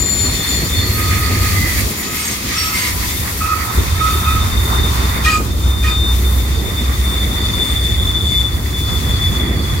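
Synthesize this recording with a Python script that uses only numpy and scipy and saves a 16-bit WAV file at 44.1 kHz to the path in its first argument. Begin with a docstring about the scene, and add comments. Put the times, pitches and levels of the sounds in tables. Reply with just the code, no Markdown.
"""First a high wheel whistle and a chatter are heard over a low rumble: a freight train in a tight curve.
Stick-slip across the rail locks wheels onto their own modes: wavering tones squeal, yelp and shriek.
Flange and tread friction, as noise shaped by resonances, grinds, hisses, rasps and roars.
Below, noise-driven cars rumble and boom, a body drones on one low tone and decaying knocks thump.
A grassy slope scatters a thin tail of the yelps, shrieks and bites back to the hillside."""
import sys
import numpy as np
from scipy import signal
from scipy.fft import irfft
from scipy.io import wavfile
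from scipy.ndimage import uniform_filter1d

SR = 44100
rng = np.random.default_rng(int(sys.argv[2]) if len(sys.argv) > 2 else 0)


def master_out(mix):
    """Clip the mix to full scale and print it as 16-bit PCM to the path in sys.argv[1]."""
    frames = np.transpose(np.atleast_2d(mix))
    ceiling = np.clip(frames, -1, 1)
    pcm = np.round(ceiling * 32767).astype(np.int16)
    wavfile.write(sys.argv[1], SR, pcm)


N = 432180
TIME = np.arange(N) / SR  # s
FREQS = np.maximum(np.arange(N // 2 + 1) * SR / N, 1)  # Hz
TOP_HZ = 15750  # upper edge of the sound

# Levels of tones are those of the unscattered line.
# Main squeal held by slipping wheels:
# (start [s], length [s], pitch midway [Hz], level [dB], scattered share of amplitude [0-1])
SQUEALS = [(-.1, 1.5, 3570, -37, 0.55), (0.326, 0.33, 3546, -27, 0.3), (0.652, 0.24, 3565, -24, 0.52),
           (3.033, 0.26, 3615, -35, 0.6), (3.622, 0.46, 3610, -36.5, 0.65), (3.927, 1.41, 3608, -32, 0.58),
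           (4.684, 0.28, 3620, -25, 0), (5.418, 0.34, 3600, -40, 0.63), (5.599, 0.35, 3600, -27.5, 0.25),
           (5.853, 0.37, 3607, -21, 0.21)]
SQUEAL_ATTACK_S, SQUEAL_RELEASE_S = 0.069, 0.15
SAG_PER_S = 0.0078  # share of its pitch that a passing wheel loses each second
STUTTER_DB, STUTTER_PER_S = 6, 55  # depth and rate of the uneven grip of a slipping wheel

# Sinking note of the last wheel: (time [s], pitch [Hz])
GLIDE = [(6.1, 3600), (7.25, 3556), (8.3, 3506), (9.8, 3454)]
# How loudly the last wheel slips: (time [s], level [dB])
SLIP = [(6.12, -37.5), (6.9, -36), (7.35, -28.5), (8.38, -28.5), (8.68, -42), (9.15, -31), (9.8, -37.5)]
# Moments when the last wheel locks onto a purer tone: (start [s], length [s], level [dB])
LOCKS = [(6.76, .05, -27), (7.04, .1, -31), (7.195, .055, -25.5), (7.585, .065, -19), (7.75, .13, -24),
         (8.132, 0.074, -19.5), (8.26, .17, -20.5), (8.435, .075, -22), (8.73, .27, -27), (9.21, .095, -22)]
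LOCK_EDGE_S, CORE_SHARE = 0.013, 1.08  # attack of a lock; gain of the slip level in the firm core

# Spells of one wheel whistling in a higher mode: (start [s], length [s], level [dB])
WHISTLES = [(-.1, 0.44, -21.5), (.28, 0.21, -30.5), (0.448, 0.21, -26), (0.598, 0.37, -35.5),
            (0.903, 1.08, -44.5), (1.923, 0.32, -38)]
WHISTLE_HZ = 7140  # at time zero
# Spells of a wheel chattering without locking: (start [s], length [s], level [dB])
CHATTERS = [(-.1, 0.56, -27), (.39, 0.33, -25), (.72, .29, -24), (.95, 0.64, -34)]

# Short squeals of single wheels:
# (start [s], length [s], pitch midway [Hz], level [dB], octave relative to the tone [dB])
YELPS = [(0.026, 0.37, 10660, -36, -80), (0.869, 0.76, 1246, -31, -12), (0.845, 0.15, 12400, -32, -81),
         (1.531, 0.17, 2040, -24.5, -40), (1.599, 0.14, 1975, -28, -40), (2.024, 0.24, 1270, -35.5, -6),
         (2.533, 0.25, 1287, -28, -10), (2.65, 0.16, 13600, -31, -90), (2.729, 0.43, 994, -36, -23),
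         (3.399, 0.092, 1285, -22.5, -12.5), (3.484, .065, 1270, -16, -20), (3.49, 0.28, 1283, -29.5, -24),
         (3.898, 0.6, 1284, -28.5, -18), (3.995, 0.13, 1267, -19, -18), (4.245, 0.083, 1260, -21, -13),
         (4.312, 0.085, 1265, -23, -21), (5.873, 0.022, 2440, -18, -22), (7.53, 0.366, 8620, -40.5, -80)]

# A flange jams and several modes shriek together:
# (start [s], length [s], level of the modes [dB], scrape before its attack and decay [dB])
SHRIEKS = [(5.226, 0.17, -18.5, -18), (5.814, .14, -28.5, -25.5)]
# Modes of a shriek, which take hold in turn: (frequency before bending [Hz], relative level [dB],
# begin [share of the shriek], end [share of the shriek], depth of beating [0-1])
SHRIEK_MODES = [(1253, 1, 0.12, 0.96, 0.074), (1880, 2, 0.181, 0.43, .1), (2460, -3, .06, 0.85, 0.97),
                (3040, -11, .3, 0.44, .6), (4810, -11, .5, 0.67, 0.27), (6910, -15.5, 0.29, 1, 0.51),
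                (7940, -16, 0.48, 0.94, 0.47)]
# Spectrum of the gritty scrape: (frequency [Hz], relative density [dB per Hz])
SCRAPE = [(900, -22), (1450, -3), (1870, -4), (2450, -4), (3100, -5), (4400, -5), (10000, -14.5),
          (15500, -21)]
SCRAPE_ATTACK_S, SCRAPE_DECAY_S, SCRAPE_GRIT_DB = 0.034, 0.093, 1
BEND = 0.029  # share by which a mode sharpens between no flange pressure and full pressure
BEAT_HZ = 36.3  # a turning wheel splits a mode into a pair; the level beats at this rate

# A flange bites and the whole wheel rings:
# (start [s], length [s], ring level [dB], rasp level [dB], pitch of the leading mode [Hz])
BITES = [(2.1, 0.3, -25.5, -28, 6541), (2.543, 0.19, -22, -26, 5550), (2.698, 0.24, -22, -24, 6490),
         (3.08, 0.13, -29.5, -34, 2121), (6.999, 0.18, -34, -39, 9600), (7.476, 0.35, -38, -38, 4570),
         (8.22, 0.25, -34, -51, 4640)]
# Modes of an unworn wheel in a bite: (frequency [Hz], relative level [dB])
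WHEEL = [(2121, 4), (4592, -1), (5550, 1), (6498, -1.5), (7456, -1), (8344, 0), (9405, -2), (13150, 2)]
LEAD_DB = 5.5  # the leading mode is raised above its place in the wheel table

# Flanges pressing on the rail: (time [s], hiss before its gain [dB], grinding before its gain [dB])
FLANGES = [(0.0, -31, -32.5), (0.33, -30.5, -30.5), (1.79, -27.5, -25), (1.91, -30.5, -33),
           (2.76, -30.5, -30), (3.19, -30, -32), (3.79, -31.5, -31.5), (4.23, -32, -33.5),
           (5.19, -32.5, -30.5), (5.4, -36.5, -40), (7.45, -35.5, -32), (8.46, -38.5, -37.5),
           (9.01, -34, -33), (9.5, -38.5, -33), (9.8, -38, -32)]
HISS_GAIN_DB, GRIND_GAIN_DB = 7, 1
# Wheel and rail resonances under steady grinding:
# (frequency [Hz], offset at half amplitude [Hz], relative level [dB])
GRIND = [(1217, 59, 1.5), (1942, 185, 5.5), (2080, 354, 8.5), (2540, 180, -16), (4586, 170, 4)]
# Spectrum of the flange hiss: (frequency [Hz], relative density [dB per Hz])
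HISS = [(1500, -10), (2550, 7), (2850, 1), (3300, 6), (4800, 5), (7000, 4.5), (7900, -1), (9300, 3.5),
        (11400, 1.5), (13200, 4.5), (15500, 0)]
# Sideways lean of the hiss: (frequency [Hz], left minus right [dB])
HISS_PAN = [(1500, -6.5), (3000, 4.5), (5200, -0.5), (8000, 10), (9800, 0.5), (13000, 5.5), (15500, 2)]
# Spectrum of the tread roar: (frequency [Hz], relative density [dB per Hz])
TREAD = [(350, -10.5), (620, -4.5), (1050, 8), (1400, 3), (1650, -4), (5000, -30)]
TREAD_DB = -34  # the even roar
# a rough set of wheels builds up and is suddenly past
ROUGH_FROM_S, ROUGH_TO_S, ROUGH_RELEASE_S, ROUGH_GAIN_DB = 2.46, 5.24, 0.17, 9

# A dry flange skims the rail: (start [s], length [s], level [dB])
SKIMS = [(2.6, 0.99, -29.5), (4.06, 0.2, -28), (6.05, 0.46, -30.5), (6.4, 1, -39.5)]
SKIM_HZ, SKIM_WIDTH_HZ = 12600, 4000

# Groups of cars, each with its own sound once alongside: (time [s], rumble [dB], running gear [dB])
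CARS = [(0, -20.5, -25.5), (.85, -19, -25), (1.94, -29.5, -30), (2.48, -23.5, -30), (3.72, -17.5, -29),
        (4.6, -18, -26), (5.45, -18.5, -27), (8.05, -20, -27.5), (8.92, -16.5, -25.5)]
HANDOVER_S = 0.14  # one group gives way to the next
# Spectrum of the car rumble: (frequency [Hz], relative density [dB per Hz])
RUMBLE = [(20, -29), (50, -3.5), (63, 3), (80, 1.5), (100, -0.5), (125, -9.5), (170, -18.5), (300, -47)]
# Spectrum of the running gear: (frequency [Hz], relative density [dB per Hz])
GEAR = [(90, -11.5), (150, -1.5), (200, 1.5), (400, -5.5), (520, -12), (800, -16.5), (2000, -44)]
# one hollow body drones, louder as it nears and softer as it leaves
DRONE_HZ, DRONE_DB, DRONE_PASSES_S = 63.55, -14, 6.2
DRONE_RISE_DB_S, DRONE_FALL_DB_S = 6.5, 4

# Empty cars boom as they pass: (start [s], length [s], pitch [Hz], level [dB])
BOOMS = [(0.692, 1.22, 94.7, -19.5), (8.202, 1.8, 134, -30)]
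# Slack and springs knock: (start [s], level before attack and decay [dB])
THUMPS = [(1.861, -12), (3.774, -3), (4.148, -8), (4.781, -5.5)]
THUMP_ATTACK_S, CLANK_SHARE, CLANK_DECAY_S = 0.006, 0.3, 0.025

ROLL_LAG_S, RUB_LAG_S = 0.00025, 0.00056  # how much later the right microphone hears each


def undb(db):
    """Amplitude ratio: decibels become gain."""
    return 10 ** (np.asarray(db) / 20)


def unit(x):
    """Normalisation of power: scale to rms 1."""
    return x / np.sqrt(np.mean(np.abs(x) ** 2))


def curves(table):
    """Linear interpolation: the columns of a table joined by straight lines in time."""
    s, *columns = np.transpose(table)
    return [np.interp(TIME, s, c) for c in columns]


def colour(points):
    """Spectral shaping: gain from (Hz, dB) points, straight in dB over log frequency."""
    hz, db = np.transpose(points)
    return undb(np.interp(np.log(FREQS), np.log(hz), db))


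def resonance(hz, width_hz):
    """Resonance: a gain peak that falls to half amplitude at width_hz on either side."""
    return 1 / (1 + ((FREQS - hz) / width_hz) ** 2)


def flutter(rate, size=N):
    """Random modulation: complex knots of unit mean power, rate times a second, smoothly joined."""
    step = max(int(SR / rate), 1)
    knots = rng.standard_normal((size // step + 2, 2)) @ np.array([1, 1j]) / np.sqrt(2)
    ease = (1 - np.cos(np.pi * np.arange(step) / step)) / 2
    smooth = knots[:-1, None] + np.diff(knots)[:, None] * ease
    return smooth.ravel()[:size]


def pan(db):
    """Level stereophony: left and right gains for a left-minus-right difference."""
    return undb(np.array([[db], [-db]]) / 2)


def noise(gain, likeness):
    """Partial coherence: shaped stereo noise of rms 1 whose sides share some of their power."""
    shared, left, right = rng.standard_normal((3, 2 * len(FREQS))).view(complex)
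    c = np.clip(likeness, 0, 1)
    spectrum = np.sqrt(c) * shared + np.sqrt(1 - c) * np.array([left, right])
    return unit(irfft(spectrum * gain, N))


def swell(t, length, edge):
    """Contact envelope: it builds up, holds and lets go; edge is the share of each flank."""
    return np.sin(np.pi / 2 * np.clip(np.minimum(t, length - t) / (edge * length), 0, 1)) ** 2


def held(t, length, attack_s, release_s):
    """Contact envelope: it takes hold, stays and lets go in set times."""
    return np.sin(np.pi / 2 * np.clip(np.minimum(t / attack_s, (length - t) / release_s), 0, 1)) ** 2


def spell(start, length):
    """Local time: time since a contact began, over the part of it that is heard."""
    return TIME[max(int(start * SR), 0):int((start + length) * SR)] - start


def add(out, start, x):
    """Superposition: mix a sound in at its time."""
    i = max(int(start * SR), 0)
    out[:, i:i + x.shape[-1]] += x[..., :N - i]


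def sing(hz, scatter, jitter_hz, smear_hz):
    """Stick-slip: a held mode is a wavering line, smeared by slip noise and paths off the moving cars."""
    size = len(hz)
    wavering_hz = hz + jitter_hz * flutter(45.5, size=size).real
    phase = 2 * np.pi * np.cumsum(wavering_hz) / SR
    shared, left, right = (0.74 * flutter(smear_hz, size=size) + 0.85 * flutter(3.6 * smear_hz, size=size)
                           for _ in range(3))
    direct = np.exp(.5j * np.array([[0.], [-1.6]]))  # the straight path meets the two microphones out of step
    paths = shared * direct + 1.39 * np.array([left, right])
    share = np.clip(scatter, 0, 1)
    envelope = np.sqrt(1 - share ** 2) * direct + share * paths
    return np.sqrt(2) * (envelope * np.exp(1j * phase)).real


def long_squeals():
    """Stick-slip self-excitation: wheel after wheel holds a note that sinks as the wheel goes by."""
    out = np.zeros((2, N))
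    for start, length, pitch, db, scatter in SQUEALS:
        t = spell(start, length)
        hz = pitch * (1 - SAG_PER_S * (t - length / 2))
        squeal = sing(hz, scatter, jitter_hz=5.6, smear_hz=84.4)
        overtones = undb(-24.0) * sum(sing(k * hz, scatter, jitter_hz=20.0, smear_hz=108.0) for k in (2, 3))
        # a locked wheel sings evenly, a slipping one stutters
        grip = undb(STUTTER_DB * scatter * flutter(STUTTER_PER_S, size=len(t)).real)
        contact = held(t, length, SQUEAL_ATTACK_S, SQUEAL_RELEASE_S)
        # rough slipping brings out the overtones
        add(out, start, (squeal + scatter * overtones) * grip * undb(db) * contact)
    return out * pan(5.1)


def last_wheel():
    """Frequency locking: a smeared halo while the wheel slips, a firm core that swells when it locks."""
    (hz,), (slip_db,) = curves(GLIDE), curves(SLIP)
    onset = np.clip((TIME - SLIP[0][0]) / SQUEAL_ATTACK_S, 0, 1)
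    slip = undb(slip_db + 3.85 * flutter(STUTTER_PER_S).real) * onset
    overtones = sum(sing(k * hz, 1, jitter_hz=20.0, smear_hz=105.0) for k in (2, 3))
    halo = sing(hz, 0.99, jitter_hz=4.0, smear_hz=70.0) + undb(-19) * overtones
    lock = sum(undb(db) * held(TIME - start, length, LOCK_EDGE_S, 2 * LOCK_EDGE_S)
               for start, length, db in LOCKS)
    core = sing(hz, 0.18, jitter_hz=5.0, smear_hz=80.0) * (lock + CORE_SHARE * slip)
    return (halo * slip + core) * pan(5.5)


def high_wheels():
    """Higher-mode excitation: one wheel whistles on a line; another chatters as narrow-band noise."""
    grip, chatter = (sum(undb(db) * held(TIME - start, length, attack_s=0.065, release_s=0.11)
                         for start, length, db in spells) for spells in (WHISTLES, CHATTERS))
    hz = WHISTLE_HZ * (1 - SAG_PER_S * TIME)
    whistle = sing(hz, 0.25, jitter_hz=11.5, smear_hz=80.5) * grip * pan(14.5)
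    return whistle + noise(resonance(4320, 52), 0.14) * chatter * pan(-2.5)


def yelps():
    """Brief mode locking: a wheel sings for a moment, with a rough octave where that fits below the top."""
    out = np.zeros((2, N))
    for start, length, hz, db, octave_db in YELPS:
        t = TIME[:int(length * SR)]
        pitch = hz * (1 - 0.016 * (t - length / 2))  # the wheel is passing, so its note sinks
        waver_hz = 45 * np.sqrt(undb(db))  # light contact sings steadily, hard slip wavers
        tone = sing(pitch, 0.4, jitter_hz=waver_hz, smear_hz=65.4)
        if 2 * hz < TOP_HZ:
            tone += undb(octave_db) * sing(2 * pitch, 0.81, jitter_hz=24.6, smear_hz=82.0)
        lean_db = -4.5 if hz < 2200 else 4  # low notes lean right, high ones left
        add(out, start, tone * swell(t, length, edge=0.2) * undb(db) * pan(lean_db))
    return out


def shrieks():
    """Multimode excitation: a jammed flange scrapes, modes join in turn and bend, split pairs beat."""
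    out = np.zeros((2, N))
    scrape = noise(colour(SCRAPE), 0.24)
    grit = unit(scrape * undb(SCRAPE_GRIT_DB * flutter(300).real))
    for start, length, db, scrape_db in SHRIEKS:
        t, i = TIME[:int(length * SR)], int(start * SR)
        decay = np.exp(-np.maximum(t - SCRAPE_ATTACK_S, 0) / SCRAPE_DECAY_S)
        slip = held(t, length, SCRAPE_ATTACK_S, release_s=0.017) * decay
        add(out, start, grit[:, i:i + len(t)] * slip * undb(scrape_db))
        for hz, mode_db, begins, ends, beat in SHRIEK_MODES:
            span = length * max(ends - begins, .1)
            t = TIME[:int(span * SR)]
            press = np.sin(np.pi * (begins + t / length))  # hardest midway through the shriek
            bent_hz = hz * (1 + BEND * (press - np.pi / 4))
            beating = 1 - beat * np.cos(2 * np.pi * BEAT_HZ * t)
            tone = sing(bent_hz, 0.11, jitter_hz=12.0, smear_hz=89.7) * beating
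            lean_db = -4.5 if hz < 2200 else 4  # low notes lean right, high ones left
            level = undb(db + mode_db) * pan(lean_db)
            add(out, start + begins * length, tone * swell(t, span, edge=0.16) * level)
    return out


def bites():
    """Modal response: hard flange contact rasps and rings many wheel modes, each wavering alone."""
    spectrum = colour([(700, -38), (1300, 5), (2900, 8), (4700, 1.0), (7000, -14.0), (11000, -9), (15500, -38)])
    # the contact point wanders, so the rasp moves from mode to mode
    rasp = unit(sum(undb(5.8 * flutter(14).real) * noise(spectrum * resonance(hz, hz / 3), 0.05)
                    for hz, _ in WHEEL))
    out = np.zeros((2, N))
    for start, length, ring_db, rasp_db, lead_hz in BITES:
        t, i = TIME[:int(length * SR)], int(start * SR)
        lead = min((hz for hz, _ in WHEEL), key=lambda hz: abs(hz - lead_hz))
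        wear = lead_hz / lead  # no two wheels are worn alike
        ring = unit(sum(undb(db + LEAD_DB * (hz == lead) + 7.3 * flutter(17.7, size=len(t)).real)
                        * sing(np.full(len(t), hz * wear), 0.65, jitter_hz=22.0, smear_hz=110.1)
                        for hz, db in WHEEL))
        contact = undb(ring_db) * ring + undb(rasp_db) * rasp[:, i:i + len(t)]
        add(out, start, contact * swell(t, length, edge=0.26))
    return out * pan(1.5)


def rubbing():
    """Friction noise: treads roar, flanges grind in the wheel and rail resonances and hiss broadly."""
    hiss_db, grind_db = curves(FLANGES)
    rough = np.interp(TIME, [ROUGH_FROM_S, ROUGH_TO_S, ROUGH_TO_S + ROUGH_RELEASE_S], [0, 1, 0])
    tread_db = TREAD_DB + ROUGH_GAIN_DB * rough + 3.07 * flutter(11).real
    tread = noise(colour(TREAD), 0.27) * undb(tread_db) * pan(-3.5)
    modes = sum(undb(db + 4.8 * flutter(24).real) * noise(resonance(hz, width), 0.29)
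                for hz, width, db in GRIND)
    grind = unit(modes) * undb(grind_db + GRIND_GAIN_DB) * pan(-6.5)
    lean = np.sqrt(colour(HISS_PAN))
    spectrum = colour(HISS) * np.array([lean, 1 / lean])
    # the low and the high hiss come from different wheels and waver apart
    top = 1 / (1 + (8000 / FREQS) ** 6)  # power share of the high hiss
    hiss = 0
    for part in (top, 1 - top):
        band_rms = np.sqrt(np.mean(spectrum ** 2 * part))
        hiss = hiss + undb(2.3 * flutter(20).real) * band_rms * noise(spectrum * np.sqrt(part), 0.094)
    return tread + grind + unit(hiss) * undb(hiss_db + HISS_GAIN_DB)


def skims():
    """Light friction: a dry flange makes a thin hiss in one broad, very high resonance."""
    touch = sum(undb(db) * swell(TIME - start, length, edge=0.32) for start, length, db in SKIMS)
    return noise(resonance(SKIM_HZ, SKIM_WIDTH_HZ), 0.13) * touch * pan(4.4)


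def rolling():
    """Rolling noise and body resonance: cars rumble, running gear rattles, a hollow body drones past."""
    arrives, *levels = np.transpose(CARS)
    alongside = np.searchsorted(arrives[1:], TIME)
    rumble_db, gear_db = (uniform_filter1d(db[alongside], int(HANDOVER_S * SR)) for db in levels)
    rumble = noise(colour(RUMBLE), 0.92) * undb(rumble_db + 3.0 * flutter(9).real)
    gear = noise(colour(GEAR), 0.95) * undb(gear_db + 2.6 * flutter(22).real)
    body = np.sqrt(2) * ((1 + 0.5 * flutter(18)) * np.exp(2j * np.pi * DRONE_HZ * TIME)).real
    since = TIME - DRONE_PASSES_S
    drone_db = DRONE_DB + np.minimum(DRONE_RISE_DB_S * since, -DRONE_FALL_DB_S * since)
    return (rumble + gear + body * undb(drone_db)) * pan(-1.05)


def booms():
    """Forced resonance: track roughness excites the broad body resonance of an empty car."""
    out = np.zeros((2, N))
    for start, length, hz, db in BOOMS:
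        out += noise(resonance(hz, hz / 10), 0.93) * swell(TIME - start, length, edge=0.068) * undb(db)
    return out


def thumps():
    """Damped impact: a knock booms briefly in the car body, with a dull clank of the running gear."""
    out, t = np.zeros((2, N)), TIME[:SR // 3]
    clank = noise(colour([(100, -10), (200, 13), (420, 13), (900, -36.0), (3000, -36), (8000, -60)]), 0.28)
    for start, db in THUMPS:
        boom = np.sin(2 * np.pi * 76 * t) * np.exp(-t / 0.035)
        i = int(start * SR)
        rattle = CLANK_SHARE * clank[:, i:i + len(t)] * np.exp(-t / CLANK_DECAY_S)
        add(out, start, undb(db) * (boom + rattle) * (1 - np.exp(-t / THUMP_ATTACK_S)))
    return out


def from_left(x, lag_s):
    """Time-difference stereophony: a sound from the left reaches the right microphone a little later."""
    return np.array([x[0], np.roll(x[1], int(lag_s * SR))])


def hillside(x, t60_s, wet_db):
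    """Diffuse scattering: the slope and the car sides return a thin tail of decaying noise."""
    t = TIME[:SR]
    tail = rng.standard_normal((2, len(t))) * undb(-60 * t / t60_s) * (t > .02)
    tail /= np.sqrt(np.sum(tail ** 2, axis=1, keepdims=True))  # unit energy on each side
    return x + undb(wet_db) * signal.fftconvolve(x, tail, axes=1)[:, :N]


def scene():
    """Superposition: wheels sing over rolling and rubbing from the left, and the slope answers some."""
    squeals = long_squeals() + last_wheel() + high_wheels()
    outbursts = hillside(yelps() + shrieks() + bites(), t60_s=0.24, wet_db=-7)
    friction = from_left(rubbing() + skims(), RUB_LAG_S)
    cars = from_left(rolling() + booms() + thumps(), ROLL_LAG_S)
    return squeals + outbursts + friction + cars


def record(dry):
    """Band limiting: the recorder clips at full scale, then a steep low-pass cuts the top."""
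    low_pass = signal.ellip(10, .2, 80, TOP_HZ, fs=SR, output="sos")
    return signal.sosfilt(low_pass, np.clip(dry, -1, 1))


dry = scene()
out = record(dry)
master_out(out)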